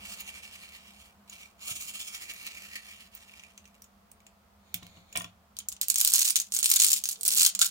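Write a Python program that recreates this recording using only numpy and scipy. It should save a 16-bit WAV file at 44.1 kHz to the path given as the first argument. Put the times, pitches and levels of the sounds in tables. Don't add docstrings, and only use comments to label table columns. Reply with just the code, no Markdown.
import sys
import numpy as np
from scipy import signal
from scipy.fft import rfft, irfft
from scipy.io import wavfile
from scipy.ndimage import uniform_filter1d

SR = 44100
rng = np.random.default_rng(int(sys.argv[2]) if len(sys.argv) > 2 else 0)


def output_pcm(signal):
    pcm = np.clip(np.atleast_2d(signal).T, -1, 1) * 32767
    wavfile.write(sys.argv[1], SR, np.round(pcm).astype(np.int16))


N = 339570
TIME = np.arange(N) / SR
BINS = np.fft.rfftfreq(2048, 1 / SR)


def gear_whirr(teeth_per_turn=39, loose=0.85, uneven_db=3, fast_ring_db=6, wander_db=2):
    # (frequency [Hz], level [dB])
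    spectrum = [(150, -21), (450, -22), (700, -19.5), (950, -22.5), (1250, -10.5), (1570, -17), (2350, -3),
                (2800, -4), (3700, -9.5), (5300, -10), (7500, -13), (9300, -8.5), (10800, -17.5),
                (14500, -14.5)]
    # (frequency [Hz], width [Hz], relative lift [dB])
    modes = [(2310, 110, 8), (2740, 120, 6), (4250, 400, 5), (6950, 500, 8), (8150, 300, 4)]
    # (time [s], underside [dB], panel [dB])
    grip = [(0, 7, 7.5), (1, 4, 6), (1.6, -10, 4.5), (2.1, 2, 13.5), (2.24, 8.5, 2), (2.6, 6, 1),
            (2.76, 18, 8), (2.86, 9, 9.5), (3.9, 11, 1)]
    speed, power = wheel()
    mesh_hz = teeth_per_turn * np.maximum(speed, 1)
    teeth = np.diff(np.floor(np.cumsum(mesh_hz) / SR), prepend=0)
    backlash = rng.random(N) < 2 * mesh_hz / SR
    train = (teeth + loose * backlash) * pulse_sizes(uneven_db)
    train *= np.sqrt(power * SR / mesh_hz / (1 + 2 * loose ** 2)) * gear_flutter()
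    ticks = patter(train, snap_s=0.00043, scatter_db=-12.5, scatter_s=0.0041, likeness=0.54)
    hz, frames, spectra = signal.stft(ticks, SR, nperseg=512, noverlap=384)
    hz = hz[:, None]
    underside_db, panel_db = (np.interp(frames, TIME, lift) for lift in follow(grip))
    fast = np.clip((np.interp(frames, TIME, mesh_hz) - 450) / 200, 0, 1)
    shell_db = lifts([(1870, 230, underside_db), (3230, 430, panel_db)], hz)
    shell_db += read(spectrum, hz) + 1.16 * lifts(modes, hz)
    shell_db += lifts([(6950, 620, fast_ring_db * fast)], hz)
    shell_db += 5 * fast * np.clip(np.log2((hz + 1) / 3000), 0, 1.5)
    shell_db -= 10 * np.log10(np.mean(amp(shell_db) ** 2, axis=0))
    wander = uniform_filter1d(rng.standard_normal(shell_db.shape), size=6, axis=0)
    wander = uniform_filter1d(wander, size=30, axis=1)
    shell_db += wander_db * wander / rms(wander)
    sound = signal.istft(spectra * amp(shell_db), SR, nperseg=512, noverlap=384)[1]
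    return sound[:, :N] * pan(-2.5)


def wheel(friction_turns_per_s2=7.97, brake_s=0.053, surge_turns=0.12):
    # (push [s], release [s], top speed [turns/s], stop [s], level at 10 turns/s [dB], surge [dB])
    spins = [(-.03, .058, 14.3, 1.07, -52.5, 4), (1.274, 1.333, 8.7, 1.44, -50, -1),
             (1.592, 1.706, 17.45, 3.9, -50.5, 4)]
    # (time [s], length [s], level [dB])
    rasps = [(0.121, 0.046, -42.5), (0.378, 0.015, -48), (1.621, 0.023, -43.5), (1.695, 0.033, -32.5),
             (1.83, 0.026, -37), (2.726, 0.017, -47), (2.761, 0.0071, -38)]
    speed, power = np.zeros(N), np.zeros(N)
    for push, release, top, stop, db, surge_db in spins:
        pushed = np.clip((TIME - push) / (release - push), 0, 1) ** 0.3
        coasting = np.maximum(top - friction_turns_per_s2 * np.maximum(TIME - release, 0), 0)
        spin = pushed * coasting * np.exp(-np.maximum(TIME - stop, 0) / brake_s)
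        turns = np.cumsum(spin) / SR
        turns -= np.interp(release, TIME, turns)
        turn = np.round(turns).astype(int)
        heights = amp(surge_db + 1.5 * rng.standard_normal(64))[turn] * spin / 10
        surges = heights ** 2 * np.exp(-.5 * ((turns - turn) / surge_turns) ** 2)
        speed += spin
        power += (amp(db) * (spin / 10) ** 1.14) ** 2 * (1 + surges)
    for s, length, db in rasps:
        power += amp(db) ** 2 * np.exp(-2 * ((TIME - s) / length) ** 2)
    return speed, power


def gear_flutter(flicker_db=2.43, flicker_s=0.016, dip_at_s=3.1, dip_s=0.02, dip_db=-15):
    flicker = np.interp(TIME / flicker_s, np.arange(N), rng.standard_normal(N))
    dip = np.exp(-.5 * ((TIME - dip_at_s) / dip_s) ** 2)
    return amp(flicker_db * flicker + dip_db * dip)


def bike_impacts():
    # (time [s], level [dB], tilt [dB/octave], left minus right [dB], ring [Hz])
    hits = [(0.2056, -34, 20, -4, 2400), (1.2966, -40, 1, -3, 6850), (2.3361, -38.5, 4, 0, 13690),
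            (2.4659, -33, 1, -2, 2178), (3.1497, -36.5, 9, -2, 15040), (3.2947, -48, -13, -2, 2430),
            (3.3371, -49, -4.5, -4.5, 2390), (3.3952, -44.5, -9, -1, 5950), (3.4358, -45.5, -6.5, -5, 2390),
            (3.5766, -43, -4.5, 2, 6300), (3.6544, -49, -6, -1, 6280), (3.6761, -54.5, -1.5, -5, 2300),
            (3.75, -57, 0, -3, 2900), (3.8198, -43, 5.5, 1, 5760), (3.842, -49, 2.5, -2, 6730),
            (4.115, -45.5, 5, -2, 8800), (4.2026, -57.5, -2, 0, 2270), (4.2657, -48, -5, 0.5, 7360),
            (4.7421, -21, 3.5, -3.5, 3450), (4.8294, -46, -3.5, -2, 3830), (4.866, -46.5, -3, -2, 4320),
            (5.1264, -42.5, -2, -1, 6960), (5.158, -31.5, -2.5, -6.5, 2320), (5.1657, -32, -9, -9.5, 1700),
            (5.172, -24.5, -1, 4, 8900), (5.1989, -36, 2, 1, 6600), (5.218, -38, -4, 2, 10700),
            (5.2432, -39, -6.5, -1, 3400)]
    # (frequency [Hz], level [dB])
    plastic = [(300, -30), (900, -19), (1600, -16), (2500, -1.5), (3300, -7.5), (4600, -6.5), (7000, -4),
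               (9300, -3), (11000, -9.5), (15000, -3.5)]
    # (frequency [Hz], width [Hz], lift [dB])
    modes = [(2320, 350, 4), (2750, 300, 4), (3250, 350, 4), (6950, 600, 4)]
    out = clicks(hits, read(plastic, BINS) + lifts(modes, BINS), ring_db=13.5, ring_share=0.11,
                 snap_s=0.0022, scatter_db=-12.5, scatter_s=0.014, likeness=0.4)
    add(out, 1.712, amp(-44.5) * ring([(117, -3, 0.13), (147, -2, 0.064)]))
    frame = ring([(707, -1, 0.092), (1220, 3, 0.067), (1320, 12, 0.034)])
    add(out, 1.690, amp(-49) * frame)
    return out


def track_knocks():
    # (time [s], thud gain [dB], knock gain [dB])
    blows = [(4.743, -50, -68), (4.825, -52.5, -56), (4.97, -57.5, -62), (5.154, -54.5, -35),
             (5.179, -46.5, -45), (5.207, -72, -39.5), (5.243, -51.5, -46)]
    # (frequency [Hz], relative level [dB], T60 [s])
    thud_modes = [(86, -7, 0.2), (105.8, -0.5, 0.43), (178.6, 5, 0.26), (216, 0, 0.12), (286, -2, 0.11)]
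    # (frequency [Hz], relative level [dB], T60 [s])
    knock_modes = [(498, -15, 0.09), (652.4, -7, 0.15), (704, -8.5, 0.29), (1034, 4.5, 0.051),
                   (1127, 3.5, 0.037), (1397, 2, 0.036), (1850, 5.5, 0.026), (2300, 3, 0.014),
                   (2900, 12.5, 0.021), (3400, 11, 0.02)]
    out = np.zeros((2, N))
    for s, thud_db, knock_db in blows:
        add(out, s, amp(thud_db) * ring(thud_modes) + amp(knock_db) * ring(knock_modes))
    return out


def track_slide(catches_per_s=1500):
    # (time [s], level [dB])
    course = [(4.6, -82), (4.67, -68), (4.76, -65), (4.84, -58.5), (4.9, -63), (4.97, -59.5), (5.05, -70),
              (5.15, -57), (5.3, -69)]
    # (frequency [Hz], level [dB])
    spectrum = [(400, -10), (690, -2), (900, -13), (1700, -16), (2300, 0), (2800, -12), (3600, -1.5),
                (4400, -5), (5200, -21), (6900, -6), (8000, -20), (15000, -21)]
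    train = (rng.random(N) < catches_per_s / SR) * np.sqrt(SR / catches_per_s)
    train *= amp(follow(course)[0]) * during(course)
    catches = patter(train, count=4, snap_s=0.0006, scatter_db=-1, scatter_s=0.0073, likeness=0.18)
    return colour(catches, read(spectrum, BINS))


def marbles(contacts_per_s=380):
    # (time [s], relative level [dB], tilt [dB/octave], left minus right [dB], ring [Hz])
    hits = [(5.5674, -31, -4.5, 2, 4590), (5.588, -21, 0, -2, 6640), (5.6015, -36, -11, 0.5, 3170),
            (5.686, -15.5, 4, -2, 7020), (5.7184, -34, -6, -9, 5830), (5.7244, -26, -0.5, 2.5, 7100),
            (5.7652, -38, -9, -3, 6560), (5.8136, -11, 0, -2, 13100), (5.8833, -13, 2.5, -3.5, 12000),
            (5.8995, -13.5, 4, -8, 4480), (5.9009, -7.5, 3.5, -3, 7050), (5.9423, -16, 1, 1.0, 8500),
            (5.9579, -10.5, 1, 0, 6560), (5.9833, -10.5, 6, 4, 7200), (6.0028, -10, 3, -3, 6500),
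            (6.0125, -7, -0.5, -3, 12400), (6.0483, -5, -0.5, -1, 14800), (6.075, -7, 2, 0.5, 4400),
            (6.1035, -16, 11, -3, 7140), (6.1355, -37, 1, -4.5, 7180), (6.1368, -4, 5, -3, 6800),
            (6.1574, -8, 7, -4, 6580), (6.1928, -8, 3.5, -5, 6600), (6.2216, -11, 4, -3, 6360),
            (6.254, -14.5, 1, -8, 7900), (6.2984, -17, -1, -5.5, 6000), (6.3049, -10, 2, -4.0, 9190),
            (6.3572, -7.5, -1.5, -3, 6100), (6.3643, -8.5, -1, 3.5, 6450), (6.3999, -11.5, 1, -2, 6540),
            (6.4154, -21.5, -0.5, 3, 7000), (6.4687, -40, -5, 0.5, 6700), (6.5212, -19, -2, -3, 6580),
            (6.539, -15.5, 1, -3, 7460), (6.5482, -11.5, 5, -2, 8113), (6.5648, -12.5, 1, 2, 6450),
            (6.589, -15.5, 3, -8.5, 8000), (6.6287, -11.5, -0.5, -6, 6700), (6.6429, -9, -1, -2, 9300),
            (6.6581, -6.5, -1, 2, 8000), (6.7011, -7.5, 3, 0.0, 13500), (6.7149, -5, -1, 0.0, 13200),
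            (6.7391, -11, 1.5, 8.5, 13700), (6.7604, -5.5, 5, -3, 6550), (6.7652, -9.5, -6.5, 4.5, 7000),
            (6.8002, -4.5, 0, -2.5, 7000), (6.8188, -9.5, -4, -6, 6950), (6.824, -7, 2, 3, 7600),
            (6.8353, -9, 4, -1.0, 6980), (6.8457, -5, -1, 2, 9600), (6.8653, -11.5, 6, -1.0, 8270),
            (6.8843, -11, 1, -4, 6880), (6.9037, -11.5, 7, -1.0, 7060), (6.9168, -8.5, 1, 0.0, 7460),
            (6.9307, -8, 0.5, 9, 7400), (6.938, -10, 2.5, 1, 7050), (6.9634, -20, -2, 6, 7090),
            (7.0383, -15, 2, -1.5, 6300), (7.0554, -15, -2, -2, 6500), (7.0886, -12.5, 3, -5, 6160),
            (7.1147, -18.5, 5, -1, 11600), (7.1284, -22.5, 0.5, -2, 7000), (7.1578, -36.5, -12, 0, 6400),
            (7.21, -23, 1.5, -6, 8400), (7.2321, -16, 3.5, -4.0, 7890), (7.2519, -13.5, 3, -2, 7650),
            (7.2634, -16, 3.5, -8, 7100), (7.2789, -6, 9.5, -1, 9800), (7.3243, -18, 10, -3, 8560),
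            (7.349, -15, 8, -4, 12000), (7.374, -9, 1, -4, 7200), (7.4102, -10.5, -3, -2, 7500),
            (7.431, -8, 1, -1, 8050), (7.448, -15, -1, 8, 8340), (7.4627, -5.5, 1, 5, 6660),
            (7.5499, -16.5, -4.5, -3.0, 7140), (7.5913, -12, -1.5, -6, 7150), (7.6151, -4, -3, -2.5, 7050),
            (7.6263, -11, -6.5, 3, 8770), (7.6634, -25, 1, -0.5, 6960)]
    # (frequency [Hz], level [dB])
    glass = [(250, -44), (600, -41), (900, -28.5), (1300, -20.5), (1750, -21.5), (2400, -12), (2900, -8.5),
             (4200, -5), (5500, -4.5), (6900, -2), (8800, -0.5), (10700, -6), (13000, -7), (15600, -6.5)]
    glass_db = read(glass, BINS) + lifts([(7000, 270, 3)], BINS)
    train = pulse_sizes(3) * (rng.random(N) < contacts_per_s / SR) * np.sqrt(SR / contacts_per_s)
    heap = patter(train * jostle(), count=24, snap_s=.0004, scatter_db=-17, scatter_s=.004, likeness=.4)
    clacks = clicks(hits, glass_db, ring_db=9, ring_share=.1,
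                    snap_s=.0005, scatter_db=-13, scatter_s=.007, likeness=.3)
    return amp(-3) * colour(heap, glass_db) * pan(-1) + amp(-6) * clacks


def jostle(shifting_db=-55, first_db=-9.5, stir_s=.003, settle_s=.01):
    # (start [s], peak [s], rest [s], relative peak level [dB], last contacts against the peak [dB])
    tumbles = [(5.816, 5.821, 5.84, -26, -14), (5.899, 5.908, 5.92, -23, -12),
               (5.96, 6.135, 6.315, -20.5, -10), (6.359, 6.366, 6.415, -28.5, -10),
               (6.529, 6.82, 7.005, -22, -13), (7.041, 7.091, 7.13, -32.5, -5),
               (7.257, 7.43, 7.5, -16.5, -16), (7.604, 7.622, 7.685, -18.5, -20)]
    strength = amp(shifting_db) * (TIME > tumbles[0][0])
    for start, peak, rest, db, last_db in tumbles:
        swell_db = np.interp(TIME, [start, peak], [first_db, 0])
        fade_db = last_db * np.interp(TIME, [peak, rest], [0, 1]) ** 2.77
        moving = np.exp(-np.maximum(start - TIME, 0) / stir_s - np.maximum(TIME - rest, 0) / settle_s)
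        strength += amp(db + swell_db + fade_db) * moving
    return strength


def cupped_hands(t60_s=.04):
    # (time [s], frequency [Hz], level [dB])
    hollow = [(7.593, 1400, -41), (7.614, 1374, -24), (7.62, 1540, -27)]
    out = np.zeros((2, N))
    for s, hz, db in hollow:
        add(out, s, ring([(hz, db, t60_s)]))
    return out


def far_tone(waver_hz=20):
    # (time [s], frequency [Hz], level [dB])
    glide = [(7.1, 500, -90), (7.19, 477, -66), (7.27, 457, -68), (7.37, 454, -65), (7.45, 425, -88)]
    hz, db = follow(glide)
    waver = uniform_filter1d(rng.standard_normal(N), size=500)
    phase = 2 * np.pi * np.cumsum(hz + waver_hz * waver / rms(waver)) / SR
    return amp(db) * during(glide) * np.sin(phase)


def reverberation(x, wet_db=-13, build_s=0.0069):
    # (frequency [Hz], T60 [s])
    decay = [(200, 0.16), (1500, 0.22), (6000, 0.17), (15000, 0.082)]
    hz, t, spectra = signal.stft(rng.standard_normal((2, SR // 2)), SR, nperseg=256)
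    tail = signal.istft(spectra * amp(-60 * t / read(decay, hz)[:, None]), SR)[1]
    tail *= 1 - np.exp(-np.arange(tail.shape[1]) / SR / build_s)
    return amp(wet_db) * signal.fftconvolve(x, tail / np.linalg.norm(tail[0]), axes=1)[:, :N]


def background(base_db=-62.5, rumble_hz=130):
    # (frequency [Hz], relative level [dB])
    spectrum = [(20, -45), (35, -14), (55, -2), (85, -5.5), (140, -16), (200, -2), (280, -19), (450, -15.5),
                (780, -12), (1250, -12.5), (1650, -19.5), (4000, -25.5), (10800, -31.5), (15000, -28.5)]
    # (frequency [Hz], width [Hz], lift [dB])
    hum = [(78, 19, 8.5), (201.9, 9.3, 9), (681, 25, 9)]
    # (frequency [Hz], correlation [1])
    coherence = [(60, 0.92), (180, 0.97), (550, 0.48), (1650, -0.11), (4970, -0.05), (15000, -0.35)]
    # (time [s], gain above the rumble [dB], rumble gain [dB])
    gains = [(0, 8, 5.5), (.6, 3, 1), (2.3, 1, -2), (3, 1, 0.5), (5.7, 0.5, 0), (6, -2, -3), (7.7, 1.5, -6)]
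    hz = np.fft.rfftfreq(N, 1 / SR)
    spectra = stereo_spectra(N, np.clip(read(coherence, hz), 0, 1))
    spectra *= amp(read(spectrum, hz) + lifts(hum, hz))
    noise, rumble = irfft(spectra, N), irfft(spectra * (hz < rumble_hz), N)
    upper_db, rumble_db = follow(gains)
    shaped = (noise - rumble) * amp(upper_db) + rumble * amp(rumble_db)
    return amp(base_db) * shaped / rms(noise) * pan(-1)


def contact(snap_s, scatter_db, scatter_s, likeness, size=2048):
    t, hz = np.arange(size) / SR, np.fft.rfftfreq(size, 1 / SR)
    coherence = likeness ** (hz / 7000)
    noise = irfft(stereo_spectra(size, coherence), size)
    decay = np.exp(-t / snap_s) + amp(scatter_db) * np.exp(-t / scatter_s)
    return noise * decay * (1 - np.exp(-t / 0.00031))


def clicks(rows, body_db, ring_db, ring_share, **shape):
    out = np.zeros((2, N))
    octaves = np.clip(np.log2((BINS + 1) / 6500), -1, 1)
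    for s, db, tilt, side_db, hz in rows:
        tint_db = body_db + tilt * octaves + lifts([(hz, ring_share * hz, ring_db)], BINS)
        click = colour(contact(**shape), tint_db)
        add(out, s, click / rms(click[:, :66]) * amp(db) * pan(side_db))
    return out


def patter(train, count=12, **shape):
    which, out = rng.integers(0, count, N), np.zeros((2, N))
    for k in range(count):
        hit = contact(**shape)
        hit /= np.linalg.norm(hit[0])
        out += signal.oaconvolve((train * (which == k))[None], hit, axes=1)[:, :N]
    return out


def ring(modes):
    t, waves = np.arange(SR // 2) / SR, 0
    for hz, db, t60 in modes:
        phase = min(hz / 1500, 1) * rng.standard_normal((2, 1))
        waves += amp(db - 60 * t / t60) * np.sin(2 * np.pi * hz * t + phase)
    return waves * (1 - np.exp(-t / 0.0015))


def colour(x, db):
    log_gain = np.log(amp(np.maximum(db, db.max() - 70)))
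    mirrored = np.r_[log_gain, log_gain[-2:0:-1]]
    taps = np.fft.ifft(np.exp(np.conj(signal.hilbert(mirrored)))).real[:len(BINS)]
    return signal.oaconvolve(x, taps[None] / np.linalg.norm(taps), axes=1)[:, :x.shape[1]]


def stereo_spectra(size, coherence):
    a, b = rfft(rng.standard_normal((2, size)))
    return np.array([a, coherence * a + np.sqrt(1 - coherence ** 2) * b])


def pulse_sizes(spread_db):
    sizes = amp(spread_db * np.clip(rng.standard_normal(N), -2, 1.5))
    return sizes / rms(sizes)


def off_centre(x, lag=7):
    return np.array([np.r_[np.zeros(lag), x[0, :-lag]], x[1]])


def pan(db):
    return amp([[db / 2], [-db / 2]])


def lifts(modes, hz):
    return sum(db / (1 + (2 * (hz - f) / width) ** 2) for f, width, db in modes)


def read(points, hz):
    f, value = np.transpose(points)
    return np.interp(np.log(hz + 1), np.log(f + 1), value)


def follow(rows):
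    s, *columns = np.transpose(rows)
    return [np.interp(TIME, s, column) for column in columns]


def during(rows):
    return (TIME >= rows[0][0]) & (TIME <= rows[-1][0])


def add(mix, s, sound):
    part = mix[:, round(s * SR):][:, :sound.shape[-1]]
    part += sound[..., :part.shape[1]]


def amp(db):
    return 10 ** (np.asarray(db) / 20)


def rms(x):
    return np.sqrt(np.mean(x ** 2) + 1e-20)


def scene():
    bike = gear_whirr() + track_slide() + bike_impacts() + track_knocks()
    direct = off_centre(bike + marbles() + cupped_hands()) + far_tone()
    return direct + reverberation(direct) + background()


def record(dry, edge_hz=15950):
    taps = signal.firwin(255, edge_hz, window=("kaiser", 8), fs=SR)
    return signal.oaconvolve(dry, taps[None], "same", axes=1)


dry = scene()
out = record(dry)
output_pcm(out)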